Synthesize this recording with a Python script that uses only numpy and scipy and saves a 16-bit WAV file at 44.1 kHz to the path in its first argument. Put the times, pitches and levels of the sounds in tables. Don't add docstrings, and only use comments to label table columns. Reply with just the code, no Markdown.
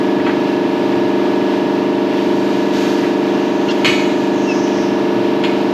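import sys
import numpy as np
from scipy import signal
from scipy.fft import rfft, irfft, next_fast_len
from scipy.io import wavfile
from scipy.ndimage import map_coordinates

SR = 44100
rng = np.random.default_rng(int(sys.argv[2]) if len(sys.argv) > 2 else 0)


def digitize_waveform(pressure):
    field = np.atleast_2d(pressure).T
    bounded = np.clip(field, -1, 1)
    quanta = np.round(bounded * 32767).astype(np.int16)
    wavfile.write(sys.argv[1], SR, quanta)


N = 252693

# time_s, turns_per_s
CRANK_SPEED = [(0, 24.803), (2, 24.815), (5.73, 24.832)]
# crank_multiple, level_db
DRONE_LINES = [(1, -59), (2, -35), (3, -61), (4, -31.5), (5, -52), (6, -19.5), (7, -20), (8, -4.5),
               (9, -22.5), (10, -10), (11, -1.5), (12, -0.5), (13, -5.5), (14, 1.5), (15, -6.5), (16, -7),
               (17, -12), (18, -5), (19, -24.5), (20, -14), (21, -24), (22, -25.5), (23, -15.5), (24, -9),
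               (25, -7.5), (26, -41), (27, -18.5), (28, -15), (29, -31), (30, -15), (31, -24.5), (32, -71),
               (33, -14), (34, -71), (35, -18.5), (36, -66), (37, -13.5), (38, -10), (39, -19), (40, -73),
               (41, -19), (42, -63), (43, -29), (44, -42), (45, -21.5), (46, -32.5), (47, -32), (48, -23),
               (49, -32), (50, -30), (51, -31), (52, -33), (53, -28), (54, -33), (55, -30.5), (56, -36)]
# freq_hz, delay_turns
SWELL_DELAY = [(200, -.6), (270, -1), (350, -.53), (450, .56), (540, .8), (720, .8), (760, 1.17),
               (1050, 1.17), (1400, 2)]
# pitch_hz, level_db
HOUSING_LINES = [(1491, -63), (1615, -54), (1685, -42.5), (1712, -44.5), (1787, -86), (1814, -52.5),
                 (1986, -73), (2719, -50), (2815, -54.5), (3165, -59), (3252, -71), (3898, -55.5),
                 (4194, -74)]
# freq_hz, level_db
RUSH_SPECTRUM = [(200, -30), (520, 1), (750, 1), (950, 1), (1200, -2), (1450, -5), (2800, -5),
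                 (3900, -10.5), (4800, -13.5), (6000, -19.5), (8500, -33), (11000, -35.5), (12200, -29),
                 (13500, -39)]
# freq_hz, level_db
RATTLE_SPECTRUM = [(1200, -49), (1420, 15), (2000, 7.5), (3300, 5), (4300, -3), (7000, -33.5), (9000, -53)]
# pitch_hz, level_db
HUM_LINES = [(120, -45), (240, -31.5)]
# freq_hz, level_db
TANK_SPECTRUM = [(20, -44), (55, -42), (85, -26), (125, -10), (200, -7), (290, -8), (345, 0), (400, -5),
                 (470, -14), (900, -30), (2000, -60)]
# start_s, level_db, brightness_db_per_octave, rim_share, contact_count
BLOWS = [(.198, -25.5, -12, 0, 1), (.265, -17.5, -8, 0.1, 3), (.926, -28, -8, .1, 2),
         (1.41, -28, -2, .2, 1), (3.035, -24, -11, 0.2, 2), (3.846, -14.5, 2.5, 0.86, 3),
         (4.674, -30, 3, 0.3, 1), (4.785, -29, -10, 0.1, 1), (5.437, -18.5, 0.5, 0.25, 2)]
# pitch_hz, level_db, t60_s
RIM_MODES = [(1304, -5, 1), (1750, -4, 1), (2000, -14, 0.34), (2132, 4, 0.78), (2247, 6, 0.71),
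             (2410, -1, 0.77), (2450, -3, 1), (2470, 2, 0.86), (2525, 1, 0.77), (2840, -19, .5),
             (2940, -0.5, 0.85), (3330, -8, 1), (3650, -6, 1), (3960, -8, 1), (3900, -8, 1),
             (4377, -2.5, 0.76), (4560, -11, 0.76), (4640, -21, .5), (5100, -13, 0.65), (5100, -19, 0.64),
             (5600, -24, 0.76), (6067, -16, 1), (6600, -18, 0.71), (6870, -15, 0.96), (7806, -20.5, 0.92),
             (8500, -27, 0.42), (9750, -29.5, 0.49), (11600, -32, 0.62), (12500, -38, 0.38)]
# pitch_hz, level_db, t60_s
BAR_MODES = [(1660, -7, 0.15), (1943, 2, 0.078), (2670, -12, .12), (3070, -1.5, .12), (3320, -4, 0.1),
             (3870, -13, 0.064), (4240, -8.5, 0.19), (4990, -14, 0.68), (6350, -35, 0.14),
             (6970, -13, 0.16)]
# freq_hz, level_db
CLATTER_SPECTRUM = [(300, -19), (900, 0), (1400, -1), (1900, 1), (2600, 2.5), (3200, -0.5), (4400, -13),
                    (5500, -23), (8000, -33), (10000, -41), (12300, -35), (14000, -48)]
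# start_s, level_db, pitch_hz
TIRE_THUDS = [(.21, -35, 103), (.28, -39, 80), (.35, -41, 90), (.955, -21, 128), (1.03, -22.5, 122),
              (1.4, -35, 125), (3.87, -21, 141), (3.9, -31.5, 85.6), (4.77, -37, 81.7)]
# start_s, rise_s, length_s, level_db, pitch_hz, octaves_per_s, roughness
BAR_SQUEAKS = [(.244, .008, 0.019, -34, 2530, 0.5, 0.57), (3.684, 0.003, .019, -25, 2800, 1, .75),
               (3.703, .004, 0.015, -28, 3070, 4, 1.16), (4.465, 0.035, 0.059, -24, 2770, -1.8, .08)]
# start_s, rise_s, hold_s, fade_t60_s, level_db
BEAD_SCRAPES = [(2.05, 0.24, .36, .6, -37.5), (2.719, 0.02, .11, 1.4, -29), (3.5, 0.27, .02, 2, -40)]
# freq_hz, level_db
SCRAPE_SPECTRUM = [(400, -10), (1400, 6.5), (3000, 4), (4500, 2.5), (7000, -5), (8500, -18), (10500, -18.5),
                   (12200, -12.5), (14000, -42)]
# start_s, length_s, level_db, centre_hz, octaves_per_s
WET_SLIDES = [(3.248, 1, -49.5, 6130, 0.091), (4.304, .17, -42, 6100, -0.075),
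              (4.47, 0.072, -37, 5440, 0.056), (4.52, .15, -37.5, 5950, -.4),
              (4.716, 0.09, -36.5, 5550, -0.37)]
# freq_hz, t60_s
GARAGE_DECAY = [(100, 0.59), (500, 0.65), (2500, 0.43), (6000, 0.99), (13000, 1)]


def amp(db):
    return 10 ** (np.asarray(db) / 20)


def unit(x):
    return x / np.sqrt(np.mean(x ** 2) + 1e-20)


def decay(t, t60):
    return np.exp(-np.log(1000) * t / t60)


def along(points, hz):
    freqs, values = np.transpose(points)
    return np.interp(np.log(hz + 1), np.log(freqs + 1), values)


def wobble(rate):
    steps = np.arange(0, N * rate / SR + 1, 1 / 8)
    knots = rng.standard_normal(int(steps[-1]) + 2)
    smooth = map_coordinates(knots, [steps], mode="nearest")
    return np.interp(np.arange(N) * rate / SR, steps, smooth)


def filtered(x, response):
    size = next_fast_len(len(x) + SR // 4)
    return irfft(rfft(x, size) * response(np.fft.rfftfreq(size, 1 / SR)), size)[:len(x)]


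def noise(spectrum, size=N):
    return unit(filtered(rng.standard_normal(size), lambda hz: amp(along(spectrum, hz))))


def add(track, start_s, sound):
    part = track[round(start_s * SR):][:len(sound)]
    part += sound[:len(part)]


def garage(x, wet_db):
    hz, t, bands = signal.stft(rng.standard_normal(SR), SR, nperseg=256)
    bands = bands * decay(t, along(GARAGE_DECAY, hz)[:, None])
    tail = signal.istft(bands, SR, nperseg=256)[1]
    echo = signal.fftconvolve(x, tail / np.linalg.norm(tail))[:len(x)]
    return (x + amp(wet_db) * echo) / np.hypot(1, amp(wet_db))


def drone(crank, level_db=-15):
    multiples, levels_db = np.transpose(DRONE_LINES)
    multiples = np.round(multiples)
    delay_turns = along(SWELL_DELAY, multiples * CRANK_SPEED[0][1])
    lags = 2 * np.pi * np.cumsum(delay_turns) + .12 * rng.standard_normal(len(multiples))
    out = np.zeros(N)
    for multiple, db, lag in zip(multiples, levels_db, lags):
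        drift = 1 + .07 * wobble(2)
        out += amp(db) * drift * np.cos(multiple * crank - lag)
    return amp(level_db) * unit(out)


def housing(crank, gain_db=2, drift_db=2, swell_turn=.42):
    out = np.zeros(N)
    for hz, db in HOUSING_LINES:
        multiple = round(hz / CRANK_SPEED[1][1])
        gain = amp(db + drift_db * wobble(1.98))
        phase = multiple * (crank - 2 * np.pi * swell_turn) + .5 * rng.standard_normal()
        out += gain * np.cos(phase)
    return amp(gain_db) * np.sqrt(2) * out


def valves(crank, rush_db=-29.5, rattle_db=-39, pulsing=.03, waver_db=.73):
    air = noise(RUSH_SPECTRUM) * (1 + pulsing * np.cos(crank)) * amp(waver_db * wobble(11))
    one_turn = noise(RATTLE_SPECTRUM, size=round(SR / CRANK_SPEED[1][1]))
    position = crank / (2 * np.pi) % 1 * len(one_turn)
    rattle = map_coordinates(one_turn, [position], mode="grid-wrap")
    return amp(rush_db) * air + amp(rattle_db) * rattle


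def compressor(tank_db=-27.6, tank_waver_db=1):
    t = np.arange(N) / SR
    turns_per_s = np.interp(t, *np.transpose(CRANK_SPEED))
    crank = 2 * np.pi * np.cumsum(turns_per_s) / SR
    hum = sum(amp(db) * np.sqrt(2) * np.sin(2 * np.pi * hz * t) for hz, db in HUM_LINES)
    tank = amp(tank_db + tank_waver_db * wobble(8)) * noise(TANK_SPECTRUM)
    return drone(crank) + housing(crank) + valves(crank) + hum + tank


def contacts(first_gap_s=.0105, gap_growth=1.75, loss_db=3):
    for start_s, level_db, brightness, rim_share, count in BLOWS:
        for k in range(round(count)):
            yield start_s, level_db - loss_db * k, brightness, rim_share
            start_s += first_gap_s * gap_growth ** k


def ringing(modes, tilt, vary_db, blur_rad):
    t = np.arange(SR) / SR
    out = np.zeros(SR)
    for hz, db, t60 in modes:
        phase = 2 * np.pi * (hz * t + rng.random())
        wander = blur_rad * np.cumsum(rng.standard_normal(SR)) / np.sqrt(SR)
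        gain = amp(db + tilt(hz) + vary_db * rng.standard_normal())
        out += gain * decay(t, t60) * np.sin(phase + wander)
    return out


def clanks(rim_db=-9, bar_db=-10, clatter_db=1, wash_db=-7, pivot_hz=2500, contact_s=.0003):
    out, t = np.zeros(N), np.arange(SR) / SR
    onset = 1 - np.exp(-(t / contact_s) ** 2)
    for start_s, level_db, brightness, rim_share in contacts():
        tilt = lambda hz: brightness * np.log2(np.maximum(hz, pivot_hz / 2) / pivot_hz)
        rim = rim_share * amp(rim_db) * ringing(RIM_MODES, tilt, vary_db=0, blur_rad=8)
        bar = amp(bar_db) * ringing(BAR_MODES, tilt, vary_db=3, blur_rad=5.7)
        wash = rim_share * amp(wash_db) * decay(t, t60=.58)
        burst = noise([(hz, db + tilt(hz)) for hz, db in CLATTER_SPECTRUM], size=SR)
        clatter = amp(clatter_db) * garage(burst * (decay(t, t60=.088) + wash), wet_db=-4)
        add(out, start_s, amp(level_db) * onset * (rim + bar + clatter))
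    return out


def thuds(t60=.19, rise_s=.014, gain_db=4):
    out, t = np.zeros(N), np.arange(SR // 2) / SR
    onset = 1 - np.exp(-(t / rise_s) ** 2)
    for start_s, db, hz in TIRE_THUDS:
        knock = onset * decay(t, t60) * np.sin(2 * np.pi * hz * t)
        add(out, start_s, amp(db + gain_db) * garage(knock, wet_db=-17))
    return out


def stroke(start_s, rise_s, length_s, t60):
    t = np.arange(N) / SR - start_s
    return np.clip(t / rise_s, 0, 1) * decay(np.maximum(t - length_s, 0), t60)


def glide(start_s, length_s, hz, octaves_per_s):
    return hz * 2 ** (octaves_per_s * np.clip(np.arange(N) / SR - start_s, 0, length_s))


def squeaks(jitter=.00585, octave_db=-15, halfway_db=-6):
    out = np.zeros(N)
    for start_s, rise_s, length_s, db, hz, drift, roughness in BAR_SQUEAKS:
        scatter = .11 * roughness * wobble(2500)
        pitch_hz = glide(start_s, length_s, hz, drift) * (1 + jitter * wobble(300) + scatter)
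        phase = 2 * np.pi * np.cumsum(pitch_hz) / SR
        halfway = amp(halfway_db) * roughness * (np.sin(phase / 2) + np.sin(3 * phase / 2))
        tone = np.sin(phase) + amp(octave_db) * np.sin(2 * phase) + halfway
        out += amp(db) * np.sqrt(2) * stroke(start_s, rise_s, length_s, t60=.048) * tone
    return garage(out, wet_db=-11)


def scrapes():
    force = sum(amp(db) * stroke(start_s, rise_s, rise_s + hold_s, t60)
                for start_s, rise_s, hold_s, t60, db in BEAD_SCRAPES)
    return garage(force * noise(SCRAPE_SPECTRUM), wet_db=-.5)


def slides(width_hz=560, grain_db=2, rise_s=.022):
    out = np.zeros(N)
    for start_s, length_s, db, hz, drift in WET_SLIDES:
        slips = filtered(rng.standard_normal(N), lambda f: 1 / (1 + (f / (2 * width_hz)) ** 2) ** 2)
        carrier = np.cos(2 * np.pi * np.cumsum(glide(start_s, length_s, hz, drift)) / SR)
        hiss = unit(slips * carrier * amp(grain_db * wobble(60)))
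        out += amp(db) * stroke(start_s, rise_s, length_s, t60=.25) * hiss
    return garage(out, wet_db=5)


def scene():
    return (compressor() + clanks() + thuds() + squeaks() + scrapes() + slides())[None]


def record(dry):
    ceiling, notch_hz, top_hz = .85, 9030, 13400
    rounded = dry[0] / (1 + np.abs(dry[0] / ceiling) ** 10) ** (1 / 10)
    notch = lambda hz: np.abs(hz - notch_hz) / np.hypot(hz - notch_hz, 170)
    band_limit = lambda hz: 1 / np.sqrt(1 + (hz / top_hz) ** 160)
    return filtered(rounded, lambda hz: notch(hz) * band_limit(hz))[None]


dry = scene()
out = record(dry)
digitize_waveform(out)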